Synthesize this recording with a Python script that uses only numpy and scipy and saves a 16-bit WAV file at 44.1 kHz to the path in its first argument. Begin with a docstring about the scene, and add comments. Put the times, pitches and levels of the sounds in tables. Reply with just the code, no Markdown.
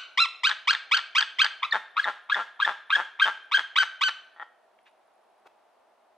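"""Eagle calling in a conifer wood

A perched eagle gives a run of sharp notes, already under way, and ends with a low croak. In each note
the vibrating syrinx climbs in a wavering squeal, breaks into purer yelps, then slackens into a rattle
of pulses that ring the throat. The beak's opening shapes the timbre, and the trees scatter the calls
into an echo. Afterwards come a few faint ticks and a thin insect over the hush of the wood."""
import sys
import numpy as np
from scipy import signal
from scipy.fft import rfft, irfft, next_fast_len
from scipy.io import wavfile
from scipy.ndimage import map_coordinates

SR = 44100
rng = np.random.default_rng(int(sys.argv[2]) if len(sys.argv) > 2 else 0)


def dump(signal):
    """Clip the signal to [-1, 1] and save it as 16-bit WAV at the path in sys.argv[1]."""
    limited = np.clip(np.atleast_2d(signal).T, -1, 1)
    pcm = np.round(limited * 32767).astype(np.int16)
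    wavfile.write(sys.argv[1], SR, pcm)


N = 272083
SIZE = next_fast_len(N + SR)  # sounds begun before time zero wrap round from the spare end
HZ = np.fft.rfftfreq(SIZE, 1 / SR)
TOP_HZ = 15750

# Levels are relative within each table. "shut" and "open" mean a beak nearly shut and wide open.
HUSH_SPECTRUM = [(15, -72), (25, -42.5), (59, -25.5), (173, -31.5), (209, -14), (274, -16.5), (368, -8),
                 (567, -5), (631, 3), (762, 0.5), (1900, -16.5), (3440, -22.5), (7300, -33), (10100, -33),
                 (15500, -46)]  # distant air: frequency_hz, density_db
HUSH_COHERENCE = [(60, 0.84), (180, 0.34), (550, 0.56), (1650, 0.87), (4970, 0.31), (15000, 0.7)]  # likeness of left and right: frequency_hz, correlation
INSECT_LEVEL = [(4.2, -83), (4.65, -91), (4.85, -82.5), (5.4, -83), (5.55, -96), (6.15, -97.5)]  # insect's loudness: time_s, level_db
WOOD_DECAY = [(200, .5), (700, 0.25), (1500, 0.78), (3000, 0.63), (5000, 0.67), (10000, 0.21)]  # reverberation time of the trunks: frequency_hz, t60_s
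WOOD_SPECTRUM = [(150, -13), (600, -2.5), (1500, -3.5), (3200, -2.5), (5000, -7.5), (9000, 7), (15000, -13)]  # colour of their echo: frequency_hz, gain_db
STEREO_BALANCE = [(300, 1), (800, 1), (1300, 4), (1700, 2), (2400, -1), (4400, -2.5), (8000, -1.5),
                  (15000, 0.5)]  # direct sound, left over right: frequency_hz, gain_db
STEREO_PHASE = [(200, 0), (1200, 0.014), (1700, -0.68), (3000, 1.6), (4800, -1.4), (8000, 0.65),
                (15000, 0.94)]  # direct sound, lead of the left: frequency_hz, phase_rad
TICKS = [(4.787, 0.0051, -62, 2390, 0.44), (4.859, 0.032, -59.5, 2026, 0.8), (5.457, 0.018, -52, 744, 1.16),
         (5.467, 0.0097, -55, 990, 1.6)]  # dry scuffs: start_s, length_s, level_db, centre_hz, width_octaves

BEAK_OPENING = [(.2, 1), (1.45, 0.89), (1.63, 0.36), (2, 0.07), (2.9, 0.13), (3.23, 0.32), (3.55, 0.6),
                (3.8, .85), (4.08, 0.89), (4.35, 0.06)]  # 0 is shut, 1 is open: time_s, opening_share
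RASP_SPECTRUM = [(100, -49.5), (600, -13.5), (1500, 3), (3500, 3), (5000, -8), (8000, -20.5), (10500, -30),
                 (15500, -34)]  # breath noise: frequency_hz, density_db
HOARSENESS = [(.2, -19), (.5, -17.5), (1.45, -13.5), (1.75, -11.5), (3.2, -10.5), (3.8, -9.5), (4.1, -19)]  # breath noise in proportion to the voice: time_s, level_db
RATTLES = [(.487, 0.041, -38), (.72, 0.041, -42.5), (.956, 0.043, -39.5), (1.197, 0.035, -36.5),
           (1.433, 0.033, -36), (1.734, 0.041, -32), (2.054, 0.044, -36), (2.356, 0.058, -37),
           (2.661, 0.057, -37), (2.963, .05, -36), (3.255, 0.044, -34), (3.576, 0.031, -34.5),
           (3.824, 0.015, -34.5), (4.082, 0.014, -33.5)]  # pulse trains that end the notes: start_s, length_s, level_db
CROAK = [(4.362, 0.0266, -62.5), (4.397, 0.032, -50.5), (4.425, 0.008, -47)]  # a soft start and two pushes: start_s, length_s, level_db
RATTLE_ENVELOPE = [(0, -1.5), (.3, -0.5), (.55, 2), (.85, -1), (1, -4.5), (1.25, -19), (1.5, -89.5)]  # swell and fade of a pulse train: length_share, level_db
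PULSE_SPECTRUM = [(30, -49), (150, -41), (210, -21.5), (450, -12), (850, 1), (1250, 1), (1800, -5.5),
                  (2500, -16), (3600, -19.5), (4800, -32.5), (8000, -44.5), (15000, -70)]  # one throat pulse: frequency_hz, level_db
RATTLE_FORMANTS = [(888, 100, 4.5), (1368, 69, 8.5), (1682, 320, 10), (3160, 300, 7.5)]  # throat resonances: centre_hz, width_hz, boost_db
CROAK_FORMANTS = [(832.3, 210, 8), (1380, 140, 11), (1847, 280, 19.5), (3350, 880, 18), (6300, 4000, -24)]  # the same, beak nearly shut: centre_hz, width_hz, boost_db

SQUEAKS = [(1.711, 0.0096, -35), (2.03, .011, -41.5)]  # whistles leading into a yip: start_s, length_s, level_db
YIPS = [(.513, .0036, 1722, -16.5), (.75, 0.0023, 1797, -15), (.99, .0039, 1697, -23),
        (1.225, .005, 1740, -20.5), (1.464, 0.0023, 1773, -17.5), (1.723, 0.01, 1818, -15),
        (2.042, .0046, 1872, -18.5), (2.049, 0.0061, 1770, -25.5), (2.344, .0044, 1765, -16),
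        (2.35, .006, 1770, -23.5), (2.647, 0.013, 1765, -21.5), (2.95, 0.015, 1716, -18),
        (3.238, 0.019, 1578, -20), (3.264, .0054, 1730, -25.5), (3.57, .0074, 1607, -19),
        (3.592, .0053, 1630, -22.5)]  # brief high breaks near a rattle: start_s, length_s, pitch_hz, level_db
SLURS = [(.235, 0.026, 1310, -32), (.489, .011, 1480, -27.5), (.727, 0.012, 1500, -31),
         (.966, 0.012, 1595, -25.5), (1.205, 0.0081, 1580, -25), (1.443, 0.0061, 1650, -23),
         (3.822, .017, 1395, -33), (4.08, .016, 1397, -33)]  # the voice catches and slides down: start_s, length_s, pitch_hz, level_db
# Squeals, each topped by a yelp: start_s, climb_s, top_pitch_hz, yelp_length_s, yelp_level_db
NOTES = [(-.105, 0.032, 1544, .029, -24), (0.175, .03, 1381, 0.038, -24.5), (.435, 0.037, 1592, 0.017, -21),
         (0.674, 0.035, 1625, .013, -21), (.913, 0.033, 1590, 0.016, -19), (1.151, .033, 1608, .016, -17.5),
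         (1.387, .031, 1594, 0.018, -18.5), (1.624, 0.03, 1299, .01, -28), (1.962, 0.034, 1646, .012, -17),
         (2.292, .03, 1662, .014, -16), (2.595, .028, 1627, 0.018, -17), (2.898, 0.03, 1591, 0.02, -17.5),
         (3.192, .029, 1602, 0.018, -15.5), (3.514, 0.032, 1604, 0.025, -18.5),
         (3.758, .029, 1580, 0.041, -21), (4.011, 0.028, 1560, 0.049, -23)]
YELP_ARCH = [(1, 0.96), (1, 0.98), (0.95, .935)]  # start, middle and end pitch against the top: shut_ratio, open_ratio
OVERTONE_SPECTRUM = [(4000, 4.5), (5200, 9), (6300, -4), (8000, -9), (9500, -23), (11000, -43),
                     (15500, -39)]  # envelope of harmonics above the 3rd: frequency_hz, level_db
# The 2nd, 3rd and all higher harmonics against the fundamental, a row each: shut_db, open_db
YIP_TONE = [(-7.5, -2), (-29, -24), (-35.5, -35)]
SLUR_TONE = [(-16, -0.5), (-20, 1.5), (-38, -10)]
YELP_TONE = [(-13.5, -2), (-41, -10.5), (-41.5, -17.5)]
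SQUEAL_TONE = [(-15, 3), (-17.5, 2), (-43, -10)]

# Pitch contours: start, middle, end
SQUEAK_HZ = (4540, 4150, 3800)
YIP_ARCH, SLUR_FALL = (1, .99, .95), (1, .92, .73)  # ratios to pitch_hz
# Settings that follow the beak: shut, open
AIR_TO_TREES_DB = (11, 2.5)  # the head is raised when the beak is shut, throwing hiss into the trees
YELP_SNAP_DB, YELP_BRIGHTEN_DB, YELP_SKEW = (-1.5, 7.5), (-2, 6.5), (1.3, .7)
SQUEAL_WAVER, SQUEAL_ONSET_DB, SQUEAL_TILT_DB = (.103, .042), (-15.5, -2), (-7.5, 4.5)


def amp(db):
    """Amplitude ratio of a level in decibels."""
    return 10 ** (np.asarray(db) / 20)


def unit(x):
    """Normalisation to an rms of 1."""
    return x / np.sqrt(np.mean(x ** 2) + 1e-20)


def curve(points, x):
    """Linear interpolation in a two-column table."""
    return np.interp(x, *np.transpose(points))


def along(points, hz):
    """Interpolation on a logarithmic frequency axis."""
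    knots_hz, values = np.transpose(points)
    return np.interp(np.log(hz + 1), np.log(knots_hz + 1), values)


def filtered(x, response):
    """Circular convolution: the spectrum of x times a response given on HZ."""
    return irfft(rfft(x, SIZE) * response, SIZE)


def smoothed(x, decay_s):
    """A first-order low-pass gives every impulse an exponential tail."""
    return filtered(x, 1 / (1 + 2j * np.pi * HZ * decay_s))


def minimum_phase(gain):
    """Folding the cepstrum gives a causal response with this gain."""
    cepstrum = irfft(np.log(gain), SIZE)
    cepstrum[1:SIZE // 2] *= 2
    cepstrum[SIZE // 2 + 1:] = 0
    return np.exp(rfft(cepstrum))


def band_gain(response):
    """The rms gain of a response in the band of the calls."""
    return np.sqrt(np.mean(abs(response[:, (HZ > 1000) & (HZ < 4000)]) ** 2))


def wobble(count, rate_hz):
    """Smooth random modulation: a spline through rate_hz knots a second."""
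    return map_coordinates(rng.standard_normal(4096), [np.arange(count) * rate_hz / SR], mode="wrap")


def add(track, start_s, sound):
    """Superposition of a sound on a track."""
    track[(round(start_s * SR) + np.arange(len(sound))) % SIZE] += sound


def gate(length_s, edge_s):
    """A raised-cosine window reaching edge_s past each end; returns time and envelope."""
    t = np.arange(-edge_s, length_s + edge_s, 1 / SR)
    ramp = np.clip((np.minimum(t, length_s - t) + edge_s) / (2 * edge_s), 0, 1)
    return t, np.sin(np.pi / 2 * ramp) ** 2


def noise_pair(count, spread, treble=.24):
    """Noise at two close points loses coherence as the wavelength shortens."""
    mid, side = rng.standard_normal((2, count))
    side = spread * side + treble * np.diff(side, prepend=0)
    return np.array([mid + side, mid - side])


def hush(level_db):
    """Distant air in the trees makes partly coherent noise whose level drifts slowly."""
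    angle = np.arccos(np.clip(along(HUSH_COHERENCE, HZ), -1, 1)) / 2
    spectra = amp(along(HUSH_SPECTRUM, HZ)) * np.array([np.cos(angle), np.sin(angle)])
    mid, side = filtered(rng.standard_normal((2, SIZE)), spectra)
    return amp(level_db + .6 * wobble(SIZE, 2)) * unit(np.array([mid + side, mid - side]))


def insect(period_s=.081, pair_gap_s=.017, centre_hz=10200, half_width_hz=420):
    """An insect ticks in pairs: amplitude modulation of a high, narrow band of noise."""
    pulses = np.zeros(SIZE)
    _, envelope = gate(.0054, edge_s=.003)
    for start_s in np.arange(.031, N / SR, period_s):
        for lag_s in (0, pair_gap_s):
            add(pulses, start_s + lag_s, envelope * amp(curve(INSECT_LEVEL, start_s) + rng.normal(0, 1.5)))
    band = 1 / (1 + ((HZ - centre_hz) / half_width_hz) ** 2)
    return pulses * unit(filtered(rng.standard_normal(SIZE), band))


def wood_echo(x, near_db, far_db, near_t60_s=.3, build_s=.0067):
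    """Reverberation by scattering: nearby branches answer at once, farther trunks give a long tail."""
    hz, t, spectra = signal.stft(noise_pair(SR, spread=.22), SR, nperseg=256)
    decay = amp(-60 * t / along(WOOD_DECAY, hz)[:, None])
    _, tail = signal.istft(spectra * decay * (1 - np.exp(-t / build_s)), SR, nperseg=256)
    far = rfft(tail, SIZE)
    far *= amp(along(WOOD_SPECTRUM, HZ)) / band_gain(far)
    t = np.arange(SR // 4) / SR
    near = rfft(noise_pair(len(t), spread=.098) * amp(-60 * t / near_t60_s) * (t > .003), SIZE)
    return filtered(x, amp(far_db) * far + amp(near_db) * near / band_gain(near))


def ticks():
    """Small dry scuffs near the perch are short bursts of band-limited noise."""
    track = np.zeros(SIZE)
    for start_s, length_s, level_db, centre_hz, width_octaves in TICKS:
        t, envelope = gate(length_s, edge_s=length_s / 3)
        hz = np.fft.rfftfreq(len(t), 1 / SR)
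        band = 1 / (1 + (np.log2((hz + 1) / centre_hz) / width_octaves) ** 4)
        noise = irfft(rfft(rng.standard_normal(len(t))) * band, len(t))
        add(track, start_s + t[0], amp(level_db) * envelope * unit(noise))
    return track


def gape(time_s):
    """The opening of the beak, from 0 to 1."""
    return np.clip(curve(BEAK_OPENING, time_s), 0, 1)


def by_beak(pairs, time_s):
    """Interpolation between (shut, open) values as the beak stands at time_s."""
    shut, wide = np.transpose(pairs)
    return shut + (wide - shut) * gape(time_s)


def rasp(voice, flaps, linger_s=.0092, puff_db=-48):
    """Airflow noise follows the voice's envelope and lingers; each note also pushes out a low puff."""
    flow = smoothed(abs(voice + flaps), linger_s)
    hoarseness = amp(curve(HOARSENESS, np.arange(SIZE) / SR))
    hiss = filtered(hoarseness * flow * noise_pair(SIZE, spread=.2), amp(along(RASP_SPECTRUM, HZ)))
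    puff_band = 1j * HZ / (100 + 1j * HZ) / (1 + (HZ / 170) ** 2)
    return hiss + amp(puff_db) * filtered(abs(voice), puff_band)


def rattles(rows, formants, rate_hz, scatter, shut_db, gush, gape_db=11, spread_db=2.5, gain_db=8):
    """Source and filter: the slack syrinx flaps in uneven pulses that excite the throat's resonances."""
    pulses, treble = np.zeros((2, SIZE))
    for start_s, length_s, level_db in rows:
        bright_db = shut_db + gape_db * gape(start_s)
        bass = amp(-max(bright_db, 0))  # an open beak is brighter and holds less bass
        gaps, sizes = rng.standard_normal((2, 24))
        times = .00082 + (np.cumsum(1 + scatter * gaps) - 1) / rate_hz
        pushes = amp(level_db + spread_db * sizes + curve(RATTLE_ENVELOPE, times / length_s))
        for t, push in zip(times, pushes):
            add(pulses, start_s + t, [push * bass])
            add(treble, start_s + t, [push * (amp(bright_db) - bass)])
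    pulses += filtered(treble, (1j * HZ / (1800 + 1j * HZ)) ** 2)
    boost_db = sum(db / (1 + (2 * (HZ - centre) / width) ** 2) for centre, width, db in formants)
    throat = minimum_phase(amp(along(PULSE_SPECTRUM, HZ) + boost_db))
    throat *= amp(gain_db) * np.sqrt(SR / rate_hz / np.mean(abs(throat) ** 2))
    air = gush * smoothed(pulses, decay_s=.0027) * rng.standard_normal(SIZE)  # follows every flap
    return filtered(pulses + air, throat)


def squeaks():
    """A falling pure tone slips out as a thin whistle before the voice catches."""
    track = np.zeros(SIZE)
    for start_s, length_s, level_db in SQUEAKS:
        t, envelope = gate(length_s, edge_s=.002)
        pitch_hz = np.interp(t, np.linspace(0, length_s, len(SQUEAK_HZ)), SQUEAK_HZ)
        whistle = np.sqrt(2) * np.sin(2 * np.pi * np.cumsum(pitch_hz) / SR)
        add(track, start_s + t[0], amp(level_db) * envelope * whistle)
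    return track


def syrinx(pitch_hz, level_db, tone, jitter, shimmer_db, bright):
    """Nearly periodic vibration gives a harmonic series, with jitter in pitch and shimmer in level."""
    count = len(pitch_hz)
    second_db, third_db, upper_db = tone
    phase = 2 * np.pi * np.cumsum(pitch_hz * (1 + jitter * wobble(count, 900))) / SR
    harmonics = np.arange(1, 15)[:, None]
    upper_hz = harmonics[3:] * pitch_hz
    upper = amp(along(OVERTONE_SPECTRUM, upper_hz)) * (upper_hz < TOP_HZ)
    upper *= amp(upper_db) / np.sqrt(np.mean(np.sum(upper ** 2, axis=0)))
    gains = np.vstack([amp([[0], [second_db], [third_db]]) * np.ones(count), upper])
    gains[1:] *= bright
    shimmer = amp(shimmer_db * np.array([wobble(count, 140) for _ in harmonics]))
    return amp(level_db) * np.sqrt(2) * np.sum(gains * shimmer * np.sin(harmonics * phase), axis=0)


def glide(contour_hz, length_s, level_db, tone, brighten_db, skew=.8, quaver=.0042, throb_db=1.2):
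    """A quavering tone on a parabolic pitch contour; returns its time offset and its sound."""
    t, envelope = gate(length_s, edge_s=.0024)
    progress = np.clip(t / length_s, 0, 1)
    pitch_hz = np.polyval(np.polyfit([0, .5, 1], contour_hz, 2), progress)
    pitch_hz *= 1 + quaver * wobble(len(t), 160)
    brevity = 1 / (1 + (length_s / .025) ** 4)  # brief tones swell, long ones hold
    swell_db = 8 * brevity * (np.sin(np.pi * progress ** skew) ** 2 - .94)  # low skew peaks early
    envelope *= amp(swell_db + throb_db * wobble(len(t), 190))
    bright = amp(brighten_db * brevity * (progress - .5))
    sound = syrinx(pitch_hz, level_db, tone, jitter=.002 + .012 * brevity, shimmer_db=2.12, bright=bright)
    return t[0], envelope * sound


def voice_breaks(rows, contour, tone, brighten_db=0):
    """The voice cracks after the yelp into short harmonic glides of one pitch shape."""
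    track = np.zeros(SIZE)
    for start_s, length_s, pitch_hz, level_db in rows:
        contour_hz = pitch_hz * np.array(contour)
        offset_s, sound = glide(contour_hz, length_s, level_db, by_beak(tone, start_s), brighten_db)
        add(track, start_s + offset_s, sound)
    return track


def yelps(overlap_s=.003, snap_at_s=.0033, snap_width_s=.0012, droop_db_per_s=90):
    """Each squeal pops into an arched, fading tone, purer as its pitch nears the throat's resonance."""
    track = np.zeros(SIZE)
    for start_s, climb_s, top_hz, length_s, level_db in NOTES:
        purity = np.interp(top_hz, (1330, 1555), (0, 1))
        tone = purity * by_beak(YELP_TONE, start_s) + (1 - purity) * by_beak(SQUEAL_TONE, start_s)
        offset_s, sound = glide(top_hz * by_beak(YELP_ARCH, start_s), length_s, level_db, tone,
                                by_beak(YELP_BRIGHTEN_DB, start_s), by_beak(YELP_SKEW, start_s))
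        t = offset_s + np.arange(len(sound)) / SR
        snap = np.exp(-((t - snap_at_s) / snap_width_s) ** 2)
        gain_db = purity * by_beak(YELP_SNAP_DB, start_s) * snap - droop_db_per_s * (t - length_s / 2)
        add(track, start_s + climb_s - overlap_s + offset_s, sound * amp(gain_db))
    return track


def squeals(start_hz=984, climb_hz_per_s=14800, level_db=-28, waver_hz=112, onset_s=.005):
    """Frequency modulation: a damped waver, set off by the attack, makes the pitch climb in steps."""
    track = np.zeros(SIZE)
    for start_s, climb_s, top_hz, _, _ in NOTES:
        t, envelope = gate(climb_s, edge_s=.0022)
        progress = t / climb_s
        depth = by_beak(SQUEAL_WAVER, start_s)
        waver = -np.cos(2 * np.pi * waver_hz * (t - .0037)) * np.exp(-t / .028)
        end_hz = min(start_hz + climb_hz_per_s * climb_s, top_hz * by_beak(YELP_ARCH, start_s)[0])
        pitch_hz = (start_hz + (end_hz - start_hz) * progress) * (1 + 2.04 * depth * waver)
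        onset = amp(by_beak(SQUEAL_ONSET_DB, start_s) / (1 + (np.maximum(t, 0) / onset_s) ** 6))
        throb_db = 550 * depth ** 2 * waver
        envelope *= onset * amp(throb_db + by_beak(SQUEAL_TILT_DB, start_s) * (progress - .5))
        # overtones come in just after the fundamental; a strongly wavering squeal soon loses them
        bright = np.sqrt(onset) * amp(130 * depth * (.9178 - np.maximum(progress, .25)))
        tone = by_beak(SQUEAL_TONE, start_s)
        sound = syrinx(pitch_hz, level_db, tone, jitter=.0045, shimmer_db=3, bright=bright)
        add(track, start_s + t[0], envelope * sound)
    return track


def scene():
    """The bird's direct sound, its echo and the background superpose at two close listening points."""
    voice = squeals() + yelps()
    # a slur's overtones grow as they slide down into the beak's resonance
    voice += voice_breaks(SLURS, SLUR_FALL, SLUR_TONE, brighten_db=9.5)
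    voice += voice_breaks(YIPS, YIP_ARCH, YIP_TONE) + squeaks()
    flaps = rattles(RATTLES, RATTLE_FORMANTS, rate_hz=195, scatter=.17, shut_db=-1, gush=5.5)
    flaps += rattles(CROAK, CROAK_FORMANTS, rate_hz=165, scatter=.023, shut_db=-3, gush=2.6)
    perch = voice + flaps + ticks()
    air = rasp(voice, flaps)
    sides = np.array([[.5], [-.5]])
    stereo = amp(sides * along(STEREO_BALANCE, HZ)) * np.exp(1j * sides * along(STEREO_PHASE, HZ))
    thrown_air = air.mean(axis=0) * amp(by_beak(AIR_TO_TREES_DB, np.arange(SIZE) / SR))
    echo = wood_echo(perch + thrown_air, near_db=-13.5, far_db=-13)
    return filtered(perch + air, stereo) + echo + insect() + hush(level_db=-64)


def record(dry):
    """An ideal low-pass removes everything above TOP_HZ."""
    return filtered(dry, HZ < TOP_HZ)[:, :N]


dry = scene()
out = record(dry)
dump(out)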